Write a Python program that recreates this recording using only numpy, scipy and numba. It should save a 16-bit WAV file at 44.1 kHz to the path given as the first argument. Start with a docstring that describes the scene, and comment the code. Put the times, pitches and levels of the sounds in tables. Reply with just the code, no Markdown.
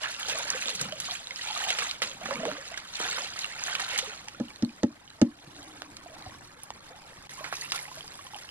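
"""A plastic basin scoops and pours water in a shallow stream: sheets of spray, gulps, slaps and chains of bubbles.
From 4.4 s four raps ring the basin as a set of damped modes, while the stream trickles on between its stones.
Just after 7.27 s the level dips briefly, then hands splash close by, over a faint, far hum.
Water is a swarm of ringing bubbles with hissing spray; stirred water swells, holds and dies away by one rule.
The scene is outdoors, with a short scattered tail, and is heard through a small two-port microphone."""
import sys
import numpy as np
from scipy import signal
from scipy.fft import rfft, irfft, next_fast_len
from scipy.io import wavfile
from numba import njit

SR = 44100
rng = np.random.default_rng(int(sys.argv[2]) if len(sys.argv) > 2 else 0)


def persist_wave(psi):
    """Save psi, clipped to +-1, as 16-bit WAV."""
    counts = np.round(np.clip(psi, -1, 1) * 32767).astype(np.int16)
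    wavfile.write(sys.argv[1], SR, np.atleast_2d(counts).T)


N = 374850
TIME = np.arange(N) / SR
SWELL_FROM_DB = 8   # at its stated start a movement is this far under its full level
SAG_DB_PER_S = 3   # slow loss while stirred water holds
DRIP_BELOW_DB, DRIP_FALL_DB_PER_S = 16, 24.5   # drops keep falling after each movement
CLUSTER_S = 0.008   # time over which one drop sheds its bubbles
GULP_RISE_OCTAVES_PER_S = 4


def from_db(db):
    """Amplitude gain is ten to the power of decibels over twenty."""
    return 10 ** (np.asarray(db) / 20)


def rms_one(x):
    """Normalise to unit mean power."""
    return x / np.sqrt(np.mean(x ** 2) + 1e-20)


def at_hz(points, hz):
    """Interpolate a spectrum on a log-frequency axis, as pitch is heard."""
    f, value = np.transpose(points)
    return np.interp(np.log(hz + 1), np.log(f), value)


def coloured(x, points, share=1):
    """Zero-phase filtering: multiply the spectrum by a smooth gain in dB, scaled by share."""
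    size = next_fast_len(N + 4096)   # padding limits wrap-around
    gain = from_db(share * at_hz(points, np.fft.rfftfreq(size, 1 / SR)))
    return irfft(rfft(x, size) * gain, size)[..., :N]


def drift(rate):
    """Low-rate random modulation: straight lines join random knots, rate of them a second; rms 1."""
    knots = rng.standard_normal(int(N / SR * rate) + 2)
    return rms_one(np.interp(TIME * rate, np.arange(len(knots)), knots))


def decay(t, t60):
    """Exponential damping: the amplitude falls 60 dB in t60 seconds."""
    return np.exp(-np.log(1000) * t / t60)


def stereo_noise(width, size):
    """Partial coherence: noise common to both sides plus a part of opposite sign in each."""
    mid, side = rng.standard_normal((2, size))
    return (mid + width * side * np.array([[1], [-1]])) / np.hypot(1, width)


def add(out, s, sound):
    """Superposition: mix a sound in from time s."""
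    i = max(int(s * SR), 0)
    out[:, i:i + sound.shape[-1]] += sound[..., :N - i]


def movement(s, swell, hold, fall_db_per_s, sag_db_per_s=0):
    """Envelope in dB, linear in each stage: a swell, a hold with a slight sag, then a fall."""
    t = TIME - s
    swell = max(swell, 0.001)
    rising = SWELL_FROM_DB * np.minimum(t / swell - 1, 0)
    sagging = sag_db_per_s * np.clip(t - swell, 0, hold)
    falling = fall_db_per_s * np.maximum(t - swell - hold, 0)
    return np.maximum(rising - sagging - falling, -200)


def stirred(rows, fall_db_per_s):
    """Gain of stirred water: independent movements add in power, each with a fainter tail of drips."""
    power = 0
    for s, swell, hold, level_db in rows:
        body = movement(s, swell, hold, fall_db_per_s, SAG_DB_PER_S)
        drips = movement(s, swell, hold, DRIP_FALL_DB_PER_S, SAG_DB_PER_S) - DRIP_BELOW_DB
        power = power + from_db(np.maximum(body, drips) + level_db) ** 2
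    return np.sqrt(power)


@njit
def ring_bubbles(start, hz, height, t60, glide, pan, turn, size, sr):
    """Bubble resonance: each rings as a dying sine whose pitch climbs as it nears the surface."""
    out = np.zeros((2, size))
    for b in range(len(start)):
        life = t60[b] * sr
        for i in range(min(int(life), size - start[b])):
            age = i / life
            phase = 2 * np.pi * hz[b] / sr * i * (1 + glide[b] * age / 2)
            onset = min(phase / np.pi, 1.0)   # opens over half a cycle
            level = height[b] * np.exp(-np.log(1000) * age) * onset
            out[0, start[b] + i] += level * pan[b] * np.sin(phase + turn[b])
            out[1, start[b] + i] += level / pan[b] * np.sin(phase)
    return out


def bubbles(colour, per_s, low_hz, high_hz, cycles, spread_db, width, glide):
    """Random superposition of bubbles, lower pitches denser per hertz and faint ones commoner; rms 1."""
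    when, pitch, big, damping, climb, across, depth = rng.random((int(per_s * N / SR), 7)).T
    # bubbles come in pairs, shed by one falling drop within a few milliseconds
    shared = np.repeat(when[::2], 2)[:len(when)]
    when = np.minimum(shared + rng.random(len(when)) * CLUSTER_S * SR / N, 1)
    hz = (np.sqrt(low_hz) + pitch * (np.sqrt(high_hz) - np.sqrt(low_hz))) ** 2
    # cycles is the mean count in one t60 at 1 kHz
    t60 = cycles * (0.5 + damping) * (hz / 1000) ** 0.25 / hz
    size_db = spread_db * np.minimum(-np.log(1 - big), 3.2)
    # offset the pitch density and the ring length, so that colour sets the spectrum
    height = from_db(at_hz(colour, hz) + size_db) * np.sqrt(np.sqrt(hz) / t60)
    pan = from_db(width * 5.6 * (2 * across - 0.5))   # leans to the left
    turn = width * 1.45 * (2 * depth - 1)   # phase between the sides, radians
    start = (when * N).astype(np.int64)
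    swarm = ring_bubbles(start, hz, height, t60, climb * glide, pan, turn, N, SR)
    band = signal.butter(2, [low_hz * 0.7, 12500], "band", fs=SR, output="sos")
    return rms_one(signal.sosfilt(band, swarm))


def spray(colour, crackle_db, width):
    """Modulated noise: countless fine droplets hiss in millisecond spurts; rms 1."""
    spurts = from_db(crackle_db * (drift(700) + 1.16 * drift(90)))
    return rms_one(coloured(stereo_noise(width, N) * spurts, colour))


def patter(per_s, spread_db, t60, low_hz):
    """Random impulses excite decaying noise: stray drops tick brightly on the surface; rms 1."""
    when, big = rng.random((int(per_s * N / SR), 2)).T
    hits = np.zeros(N)
    hits[(when * N).astype(int)] = from_db(spread_db * big)
    dying = signal.lfilter([1], [1, -decay(1 / SR, t60)], hits + 1e-18)
    band = signal.butter(3, [low_hz, 10000], "band", fs=SR, output="sos")
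    return rms_one(signal.sosfilt(band, dying * stereo_noise(0.069, N)))


def rinsing():
    """Turbulent mixing: falling sheets give spray and gurgling bubbles; scooping churns deep water."""
    # sheets of water thrown from the basin:
    # (time [s], swell [s], hold [s], spray level [dB], gurgling over spray [dB])
    pour_rows = [(0.0, .025, 0.028, -44.5, 4), (0.088, 0.022, 0.017, -44.5, -14),
                 (.19, 0.0094, .02, -43, -2.5), (0.258, .025, 0.15, -41.5, -0.5), (.45, 0.052, .04, -44, 2),
                 (0.555, 0.068, 0.075, -39.5, -5), (0.791, 0.0086, 0.012, -41, 0.5),
                 (0.982, 0.045, .11, -43.5, -7), (1.367, .13, 0.096, -40.5, -6),
                 (1.552, .02, 0.13, -44, 2.5), (1.666, .02, 0.14, -40, 1.5),
                 (1.843, 0.015, 0.021, -43.5, -1), (2.022, 0.0011, 0.004, -39, -2.5),
                 (2.221, .012, 0.33, -49, 4.5), (2.586, 0.07, 0.15, -50.5, 0.5),
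                 (2.924, 0.034, 0.025, -41.5, -5), (2.988, 0.02, 0.11, -40, 0),
                 (3.157, .012, 0.085, -42, -1.5), (3.33, 0.041, 0.086, -44, -4),
                 (3.532, .12, 0.089, -42, 1), (3.781, .012, .02, -40.5, -1),
                 (3.862, 0.028, 0.098, -41.5, -1.5), (4.017, 0.033, 0.072, -49, 2)]
    # the basin digs into the stream: (time [s], swell [s], hold [s], level before a 2 dB lift [dB])
    scoop_rows = [(.265, 0.019, 0.22, -51), (.5, 0.028, 0.3, -52.5), (.803, 0.005, 0.018, -40),
                  (2.018, 0.0025, 0.014, -44.5), (2.22, 0.026, 0.27, -43.5), (2.985, 0.021, 0.013, -47),
                  (3.14, 0.053, 0.021, -55), (3.46, 0.011, 0.34, -60), (4.04, 0.029, 0.012, -56)]
    # spectra: (frequency [Hz], relative density [dB per Hz])
    splash_colour = [(300, -18), (700, -15), (1400, -6), (2500, 2.5), (4000, 5.5), (5300, -3), (7000, 0.5),
                     (8500, -12), (11000, -4.5), (13000, -82), (15500, -34)]
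    gurgle_colour = [(300, -8), (500, -11.5), (750, -1), (1000, -5), (1400, 1.5), (2200, -2), (4000, -5),
                     (9000, -49)]
    churn_colour = [(60, -6), (160, -2.5), (255, 0), (370, -11), (560, 8.5), (800, -49), (1500, -40)]
    pour_fall_db_per_s, scoop_fall_db_per_s = 127, 209

    spray_rows = [(s, swell, hold, db) for s, swell, hold, db, _ in pour_rows]
    gurgle_rows = [(s, swell, hold, db + more_db) for s, swell, hold, db, more_db in pour_rows]
    spraying = stirred(spray_rows, pour_fall_db_per_s)
    gurgling = stirred(gurgle_rows, pour_fall_db_per_s)
    churning = stirred(scoop_rows, scoop_fall_db_per_s)

    fizz = bubbles(splash_colour, per_s=1700, low_hz=1239, high_hz=11440, cycles=43,
                   spread_db=4.3, width=0.38, glide=0.57)
    splash = from_db(5.5) * fizz
    splash = splash + from_db(-3.0) * spray(splash_colour, crackle_db=2.5, width=0.92)
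    splash = splash + from_db(-8.0) * patter(per_s=90, spread_db=11, t60=0.022, low_hz=2200)

    gurgle = bubbles(gurgle_colour, per_s=620, low_hz=430, high_hz=3190, cycles=51,
                     spread_db=3.5, width=0.43, glide=0.72)
    gurgle_mist = spray(gurgle_colour, crackle_db=-0.5, width=1.0)
    gurgle = from_db(2.0) * gurgle + from_db(-6) * gurgle_mist

    churn = bubbles(churn_colour, per_s=170, low_hz=139.0, high_hz=747, cycles=46,
                    spread_db=4.0, width=0.44, glide=0.051)
    churn_mist = spray(churn_colour, crackle_db=-0.5, width=0.2)
    churn = from_db(-1.5) * churn + from_db(-9.5) * churn_mist

    sloshing = from_db(0.87 * drift(45))
    return sloshing * (spraying * splash + gurgling * gurgle) + from_db(2.0) * churning * churn


def stream():
    """Bubble noise of a trickle over stones, a little to the left: a soft babble under fine plinks."""
    # level of the stream as heard, lower during and after the raps:
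    # (time [s], level before the stream's trim [dB])
    level_rows = [(4.36, -50.5), (4.92, -54.5), (5.15, -54), (5.38, -54.5), (5.62, -47), (5.93, -51.5),
                  (6.24, -47), (6.5, -51.5), (7.03, -50), (7.2, -50)]
    # spectrum: (frequency [Hz], relative density [dB per Hz])
    stream_colour = [(200, 10), (400, 2), (800, 5), (1300, 4.5), (2200, -2), (4000, -0.5), (6000, -5),
                     (10500, -9), (13000, -15.5), (15500, -59)]
    trim_db = -0.45
    plinks = bubbles(stream_colour, per_s=720, low_hz=1526, high_hz=11380, cycles=58,
                     spread_db=1.5, width=0.19, glide=0.35)
    babble = bubbles(stream_colour, per_s=350, low_hz=439, high_hz=2356, cycles=61.3,
                     spread_db=2.5, width=1.0, glide=0.89)
    water = from_db(-3.5) * plinks + from_db(-3.5) * babble
    water = water + from_db(-5.0) * spray(stream_colour, crackle_db=2.0, width=1.0)
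    water = water + from_db(-19.5) * patter(per_s=7.6, spread_db=32, t60=0.012, low_hz=4000)
    level_s, level_db = np.transpose(level_rows)
    level = from_db(trim_db + np.interp(TIME, level_s, level_db))
    to_the_left = from_db(0.81 * np.array([[1], [-1]]))
    return level * water * to_the_left


def background():
    """Broadband air noise throughout, and a late far hum: a tone of randomly modulated frequency."""
    # spectrum of low outdoor air: (frequency [Hz], relative density [dB per Hz])
    air_colour = [(15, -28), (50, -3.5), (110, 2), (200, -1), (350, -2.5), (800, -33), (3000, -34),
                  (15000, -55)]
    hum_hz, hum_db = 142, -59
    air = rms_one(coloured(stereo_noise(1.0, N), air_colour)) * from_db(2.0 * drift(12.0))
    hum = np.sin(2 * np.pi * np.cumsum(hum_hz * (1 + 0.0048 * drift(7.2))) / SR)
    hum_level_db = hum_db + movement(7.27, swell=0.036, hold=0.71, fall_db_per_s=78)
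    return from_db(-59.0) * air + from_db(hum_level_db) * hum


def burst(hz, t60, breadth, width):
    """Impact excitation: fast-dying noise round one broad resonance."""
    t = TIME[:SR // 4]
    edges = np.clip([hz / (1 + breadth), hz * (1 + breadth)], 20, SR * 0.45)
    band = signal.butter(1, edges, "band", fs=SR, output="sos")
    dying = decay(t, t60)
    knock = rms_one(signal.sosfilt(band, stereo_noise(width, len(t))) * dying)
    return knock * np.sqrt(np.mean(dying ** 2))   # longer impacts carry more energy


def impacts(rows, breadth, width):
    """Superposition of bursts, one for each row (time [s], level [dB], centre [Hz], t60 [s])."""
    out = np.zeros((2, N))
    for s, level_db, hz, t60 in rows:
        add(out, s, from_db(level_db) * burst(hz, t60, breadth, width))
    return out


def gulp(hz, ring_cycles):
    """Bubble resonance: a closing air pocket swells in a cycle or two and rings upward, big ones longest."""
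    t = TIME[:SR // 6]
    cycles = np.cumsum(hz * 2 ** (GULP_RISE_OCTAVES_PER_S * t)) / SR
    swell = 1 - np.exp(-cycles / 1.58)
    return np.sin(2 * np.pi * cycles) * decay(t, ring_cycles / hz) * swell


def gulps():
    """Single bubble resonances stand out of the water's noise, each opened by the tick of its drop."""
    # deep gulps to the plinks of drops: (time [s], level [dB], starting frequency [Hz])
    gulp_rows = [(.035, -17, 2870), (.058, -18.5, 1690), (.147, -23.5, 2750), (.207, -27, 1670),
                 (.230, -17, 3120), (.350, -26.5, 620), (0.387, -14, 9600), (.400, -28, 934),
                 (.534, -26, 1510), (.546, -26.5, 494), (.623, -17.5, 2560), (.923, -19, 3080),
                 (.924, -25.5, 601), (1.087, -28, 1150), (1.120, -32.5, 704), (1.152, -21, 2450),
                 (1.271, -21, 3860), (1.308, -20, 2090), (1.360, -21, 5000), (1.393, -24.5, 1900),
                 (1.412, -22, 3030), (1.502, -26, 837), (1.562, -22.5, 1186), (1.570, -32, 680),
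                 (1.683, -29, 717), (1.820, -24.5, 1130), (2.115, -27, 3200), (2.213, -30, 644),
                 (2.310, -20, 532), (2.339, -23, 4300), (2.356, -19.5, 2260), (2.399, -26.5, 632),
                 (2.433, -20.5, 630), (2.463, -21, 448), (2.480, -20, 583), (2.516, -32.5, 267),
                 (2.580, -32, 520), (2.716, -32.5, 662), (2.742, -24, 2040), (2.775, -25, 1620),
                 (3.053, -31, 775), (3.181, -26, 1190), (3.195, -36, 567), (3.273, -27, 3300),
                 (3.360, -29, 1280), (3.444, -13.5, 2740), (3.638, -11.5, 6500), (3.728, -22.5, 1530),
                 (3.824, -31, 767), (3.960, -16.5, 2090), (4.027, -30, 503), (4.073, -36.5, 410),
                 (4.275, -35, 846), (4.347, -34.5, 1390), (4.484, -33, 2920), (4.504, -29.5, 2300),
                 (4.560, -30, 4200), (4.648, -22.5, 4300), (4.693, -33, 2450), (5.077, -34, 2950),
                 (5.103, -31, 4000), (5.564, -32.5, 3800), (5.846, -40, 2500), (6.060, -32.5, 676),
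                 (6.224, -31, 3950), (6.262, -30.5, 735), (6.760, -41, 2400), (6.908, -39.5, 495),
                 (7.169, -39, 3300), (7.294, -32, 3700), (7.321, -36, 2050), (7.407, -31, 614),
                 (7.446, -25, 2020), (7.462, -31, 1440), (7.621, -27, 1940), (7.720, -30.5, 1040),
                 (7.736, -28, 1350), (7.790, -24, 2090), (7.854, -30.5, 2030), (7.880, -35, 820),
                 (7.915, -31.5, 1010), (7.973, -35.5, 623), (8.008, -26.5, 3150), (8.079, -25.5, 4830),
                 (8.120, -29, 4180), (8.141, -33, 3350), (8.191, -32.5, 1110), (8.267, -35.5, 1020),
                 (8.267, -29.5, 3100), (8.335, -31, 826), (8.345, -26, 3060), (8.354, -31, 796),
                 (8.490, -28.5, 2960)]
    tick_db, tick_t60_s = -9.5, 0.0074   # tick level is relative to its bubble, before the low-pass
    out = np.zeros((2, N))
    for s, level_db, hz in gulp_rows:
        add(out, s, from_db(level_db) * gulp(hz, ring_cycles=37))
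    tick_rows = [(s, db + tick_db, hz, tick_t60_s) for s, db, hz in gulp_rows]
    ticks = impacts(tick_rows, breadth=0.54, width=0.08)
    return out + signal.sosfilt(signal.butter(3, 10000, fs=SR, output="sos"), ticks)


def slaps():
    """Impact noise of water on water and plastic: a sharp narrow-band crack and a broader splat."""
    # loud slaps and fat drops:
    # (time [s], splat level before a 4 dB cut [dB], centre [Hz], splat t60 [s], opening crack level [dB])
    slap_rows = [(0.284, -23.5, 4500, 0.1, -37), (.297, -22.5, 3300, 0.12, -19),
                 (.503, -19.5, 5600, 0.027, -9.5), (.751, -25, 5600, 0.08, -27),
                 (0.8127, -16.5, 5600, 0.03, -20), (1.001, -20, 6500, 0.039, -23),
                 (1.704, -14.5, 2820, 0.029, -17), (1.787, -19.5, 3000, 0.093, -18),
                 (1.912, -24.5, 3700, 0.025, -14.5), (2.019, -18.5, 2320, 0.12, -24),
                 (2.257, -26.5, 1400, 0.072, -27), (2.309, -26, 785, 0.093, -18.5),
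                 (2.453, -23, 400, 0.054, -17), (2.515, -23, 1260, .012, -21),
                 (2.775, -24.5, 3680, 0.035, -35), (3.001, -21, 630, 0.024, -28),
                 (3.183, -24.5, 1280, 0.063, -25), (3.39, -23.5, 7200, 0.028, -24),
                 (3.752, -20.5, 2640, 0.029, -13.5), (3.797, -24, 1390, 0.065, -30),
                 (3.977, -20, 6060, 0.06, -32), (3.988, -15.5, 3200, 0.048, -11),
                 (4.284, -26.5, 2780, 0.016, -25.5), (5.82, -34, 1360, 0.021, -22.5),
                 (5.968, -31, 5030, 0.023, -35), (6.634, -36.5, 10600, 0.062, -24),
                 (6.7045, -24.5, 775, 0.016, -26), (7.443, -32.5, 1660, 0.25, -25),
                 (7.526, -23.5, 990, 0.053, -18.5), (7.7204, -20, 3100, 0.046, -11.5)]
    crack_t60_s = 0.0033
    splats = impacts([row[:-1] for row in slap_rows], breadth=0.57, width=0.18)
    crack_rows = [(s, crack_db, hz, crack_t60_s) for s, _, hz, _, crack_db in slap_rows]
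    cracks = impacts(crack_rows, breadth=0.043, width=0.072)
    band = signal.butter(3, [150, 11000], "band", fs=SR, output="sos")
    return signal.sosfilt(band, from_db(-4.0) * splats + cracks)


def gurgles():
    """Repeated bubble shedding: a hollow in the water gives an uneven chain, each pitch set by its size."""
    # chains of bubbles: (time [s], length [s], level [dB], first pitch [Hz], last pitch [Hz])
    chain_rows = [(0.284, 0.064, -34.5, 483, 600), (0.339, .09, -35, 597, 734),
                  (0.356, 0.13, -29.5, 1190, 1750), (1.461, 0.066, -35, 784, 760),
                  (1.606, 0.11, -28, 760, 770), (1.702, .13, -40, 565, 440),
                  (2.222, 0.041, -32.5, 640, 880), (2.232, 0.074, -41, 217, 263),
                  (2.337, 0.078, -34, 234, 280), (2.3, 0.18, -33.5, 940, 1400),
                  (2.411, 0.094, -31.5, 480, 637), (2.419, 0.083, -39.5, 258, 181),
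                  (3.015, 0.096, -36, 730, 860), (3.02, 0.2, -41.5, 430, 517),
                  (3.927, .04, -36.5, 515, 447), (5.567, 0.15, -44.5, 680, 840),
                  (6.099, 0.087, -40, 615, 820), (6.901, 0.16, -43.5, 683, 820),
                  (7.374, 0.11, -33.5, 1100, 840), (7.741, 0.042, -28, 1170, 2210)]
    gap_s, scatter_octaves = 0.014, 0.18
    out = np.zeros((2, N))
    for s, length, level_db, first_hz, last_hz in chain_rows:
        chance = rng.uniform(-1, 1, (32, 2))
        for age, (late, size) in zip(np.arange(0, length, gap_s), chance):
            hz = first_hz * (last_hz / first_hz) ** (age / length) * 2 ** (scatter_octaves * size)
            bubble = gulp(hz, ring_cycles=27.4)
            add(out, s + age + late * gap_s / 2, from_db(level_db) * bubble)
    return out


def handling():
    """Damped bumps as the basin is shifted and set down; friction of fingers excites its wall resonance."""
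    # bumps of the basin on the bank: (time [s], level before the low-pass [dB], centre [Hz], t60 [s])
    bump_rows = [(.82, -46.5, 147, 0.49), (.975, -52.5, 134, 0.8), (2.145, -43, 130, 0.071),
                 (5.475, -42.5, 110, 0.059), (5.915, -51, 63.7, 0.31), (6.262, -37, 86, 0.084),
                 (7.185, -46.5, 79, 0.089)]
    rub_hz, rub_db = 298, -58
    low = signal.butter(2, 400, fs=SR, output="sos")
    bumps = signal.sosfilt(low, impacts(bump_rows, breadth=0.28, width=0.3))
    wall = signal.butter(1, [rub_hz - 15, rub_hz + 15], "band", fs=SR, output="sos")
    rub = rms_one(signal.sosfilt(wall, rng.standard_normal(N)))
    sliding_db = rub_db + movement(5.42, swell=0.12, hold=0.79, fall_db_per_s=128, sag_db_per_s=4.5)
    return bumps + from_db(sliding_db) * rub


def raps():
    """Modal synthesis: a tick and palm pat open each rap, then the basin's slower modes build to a boom."""
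    # raps: (time [s], boom [dB], wall modes [dB], upper modes [dB], tick [dB],
    # upper-mode tuning [ratio], lowest-thump tuning [ratio], ring length [ratio], opening pitch bend [share])
    rap_rows = [(4.3994, -18.5, -21.5, -16.5, -37, 0.91, 1.36, 1.17, 0.051),
                (4.6239, -12, -17.5, -19.5, -29, 0.97, 1.21, 1.16, .029),
                (4.832, -9.5, -10, -6, -26, 0.93, 1.08, .96, 0.092),
                (5.215, -5, -5.5, -6, -19.5, 0.92, 1.14, 1.07, 0.074)]
    # basin modes, before each rap's ratios:
    # (frequency [Hz], relative level [dB], t60 [s], build-up time constant [s])
    mode_rows = [(99.5, -0.4, 0.047, 0.011), (210.6, -4, 0.1, 0.02), (225, 5, 0.085, 0.018),
                 (237.6, 3.5, 0.11, 0.011), (290.4, -14.5, 0.19, 0.014), (311, -4.5, 0.084, 0.0018),
                 (327.5, -16.5, 0.16, 0.016), (463, -31.5, 0.1, 0.00057), (528, -14, 0.057, 0.00042),
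                 (553, -20.5, 0.08, 0.0014), (614, -19, 0.093, 0.0015), (767, -26.5, .06, 0.0023),
                 (892, -22.5, 0.059, 0.000087), (1380, -21.5, 0.037, 0.0039), (1530, -26, 0.017, 0.00018),
                 (1840, -18, 0.027, 0.0026)]
    palm_db = -17.5   # pat of the palm relative to the wall modes, before the low-pass
    pat_low = signal.butter(3, 700, fs=SR, output="sos")
    tick_low = signal.butter(6, 8000, fs=SR, output="sos")
    out, t = np.zeros((2, N)), TIME[:SR // 3]
    for s, boom_db, wall_db, upper_db, tick_db, grip, press, ring, bend in rap_rows:
        # the base is stiffer while it is bent, so the pitch starts high and settles
        stiffening = 1 + bend * decay(t, t60=0.047)
        for hz, mode_db, t60, build in mode_rows:
            blow_db = upper_db if hz > 380 else wall_db if hz > 270 else boom_db
            tuning = grip if hz > 380 else press if hz < 150 else 1
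            swell = 1 - np.exp(-(t / build) ** 3)
            swing = -np.sin(2 * np.pi * np.cumsum(hz * tuning * stiffening) / SR)
            add(out, s, from_db(blow_db + mode_db) * swell * decay(t, t60 * ring) * swing)
        pat = signal.sosfilt(pat_low, burst(hz=380, t60=0.069, breadth=0.47, width=0.1))
        add(out, s, from_db(wall_db + palm_db) * pat)
        tick = burst(hz=3900, t60=0.021, breadth=1.0, width=0.32)
        tick = tick + from_db(-11.0) * burst(hz=6500, t60=0.017, breadth=0.026, width=0.97)
        add(out, s, from_db(tick_db) * signal.sosfilt(tick_low, tick))
    return out


def hands():
    """Sparse bubble resonance: hands stir close by, with plinks, rising plops, a little spray and drips."""
    # strokes of the hands in the water: (time [s], swell [s], hold [s], level [dB])
    stroke_rows = [(7.293, .001, 0.046, -47), (7.365, 0.016, .07, -49), (7.523, 0.011, 0.014, -41),
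                   (7.605, 0.0069, 0.0084, -42.5), (7.675, .02, .02, -45.5), (7.735, 0.018, 0.017, -38),
                   (7.92, .015, .02, -48.5), (8.31, 0.053, .036, -53.5)]
    # spectrum: (frequency [Hz], relative density [dB per Hz])
    hands_colour = [(200, -29), (400, -8), (700, -13), (1200, -11.5), (2000, -8), (3300, -6.5), (5000, -6),
                    (8000, -12.5), (10500, -7.5), (13000, -20), (15500, -35)]
    start_s, fall_db_per_s, drip_db = 7.293, 154, -55.5
    drops = bubbles(hands_colour, per_s=540, low_hz=1545, high_hz=11870, cycles=68,
                    spread_db=5.0, width=0.33, glide=0.65)
    chirps = bubbles(hands_colour, per_s=190, low_hz=643, high_hz=2770, cycles=46,
                     spread_db=4.0, width=0.58, glide=0.53)
    water = from_db(0.5) * drops + from_db(-3.0) * chirps
    water = water + from_db(-2.8) * spray(hands_colour, crackle_db=2.8, width=0.58)
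    water = water + from_db(-9.0) * patter(per_s=25, spread_db=8, t60=0.022, low_hz=2200)
    # a steady drip adds in power to the strokes
    stirring = np.hypot(stirred(stroke_rows, fall_db_per_s), from_db(drip_db))
    return (TIME > start_s) * stirring * water


def banks(x, t60, wet_db):
    """Diffuse reflection as convolution: banks and bushes scatter back a short, dull tail."""
    t = TIME[:SR // 2]
    treble_cut = signal.butter(1, 3500, fs=SR, output="sos")
    bass_cut = signal.butter(1, 500, "high", fs=SR, output="sos")
    tail = signal.sosfilt(treble_cut, rng.standard_normal((2, len(t))))
    tail = signal.sosfilt(bass_cut, tail) * decay(t, t60) * (t > 0.006)
    tail = tail / np.sqrt(np.sum(tail ** 2) / 2)
    return x + from_db(wet_db) * signal.fftconvolve(x, tail, axes=1)[:, :N]


def scene():
    """Superposition of all sources outdoors; the level dips for an instant before the hands splash."""
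    # the brief dip: (start [s], end [s])
    dip_s = (7.272, 7.293)
    water = rinsing() + stream() + gulps() + slaps() + gurgles() + hands()
    near = banks(water + handling() + raps(), t60=0.052, wet_db=-19.5)
    dip = (TIME > dip_s[0]) & (TIME < dip_s[1])
    return near * from_db(-13 * dip) + background() * from_db(-5 * dip)


def record(dry):
    """Two-port pickup: an all-pass lags the left up to half a cycle in the treble; the bass is shared."""
    # level between the ports: (frequency [Hz], left minus right [dB])
    port_balance = [(100, 1), (380, -0.5), (700, -5), (1300, -8), (2400, -5.5), (4400, -3), (8000, -3),
                    (15000, -4.5)]
    # gain of the difference between the ports: (frequency [Hz], gain [dB])
    port_width = [(100, -16), (180, -14), (260, -3), (500, -2.5), (1200, -1), (3000, -1), (8000, 1)]
    turn_hz = 1500   # the left lags a quarter cycle here
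    k = np.tan(np.pi * turn_hz / SR)
    pole = (1 - k) / (1 + k)
    left = signal.lfilter([-pole, 1], [1, -pole], coloured(dry[0], port_balance, share=1 / 2))
    right = coloured(dry[1], port_balance, share=-1 / 2)
    mid = (left + right) / 2
    side = coloured((left - right) / 2, port_width)
    top_cut = signal.cheby2(18, 50, 16300, fs=SR, output="sos")   # 50 dB down from 16.3 kHz
    return signal.sosfilt(top_cut, np.array([mid + side, mid - side]))


dry = scene()
out = record(dry)
persist_wave(out)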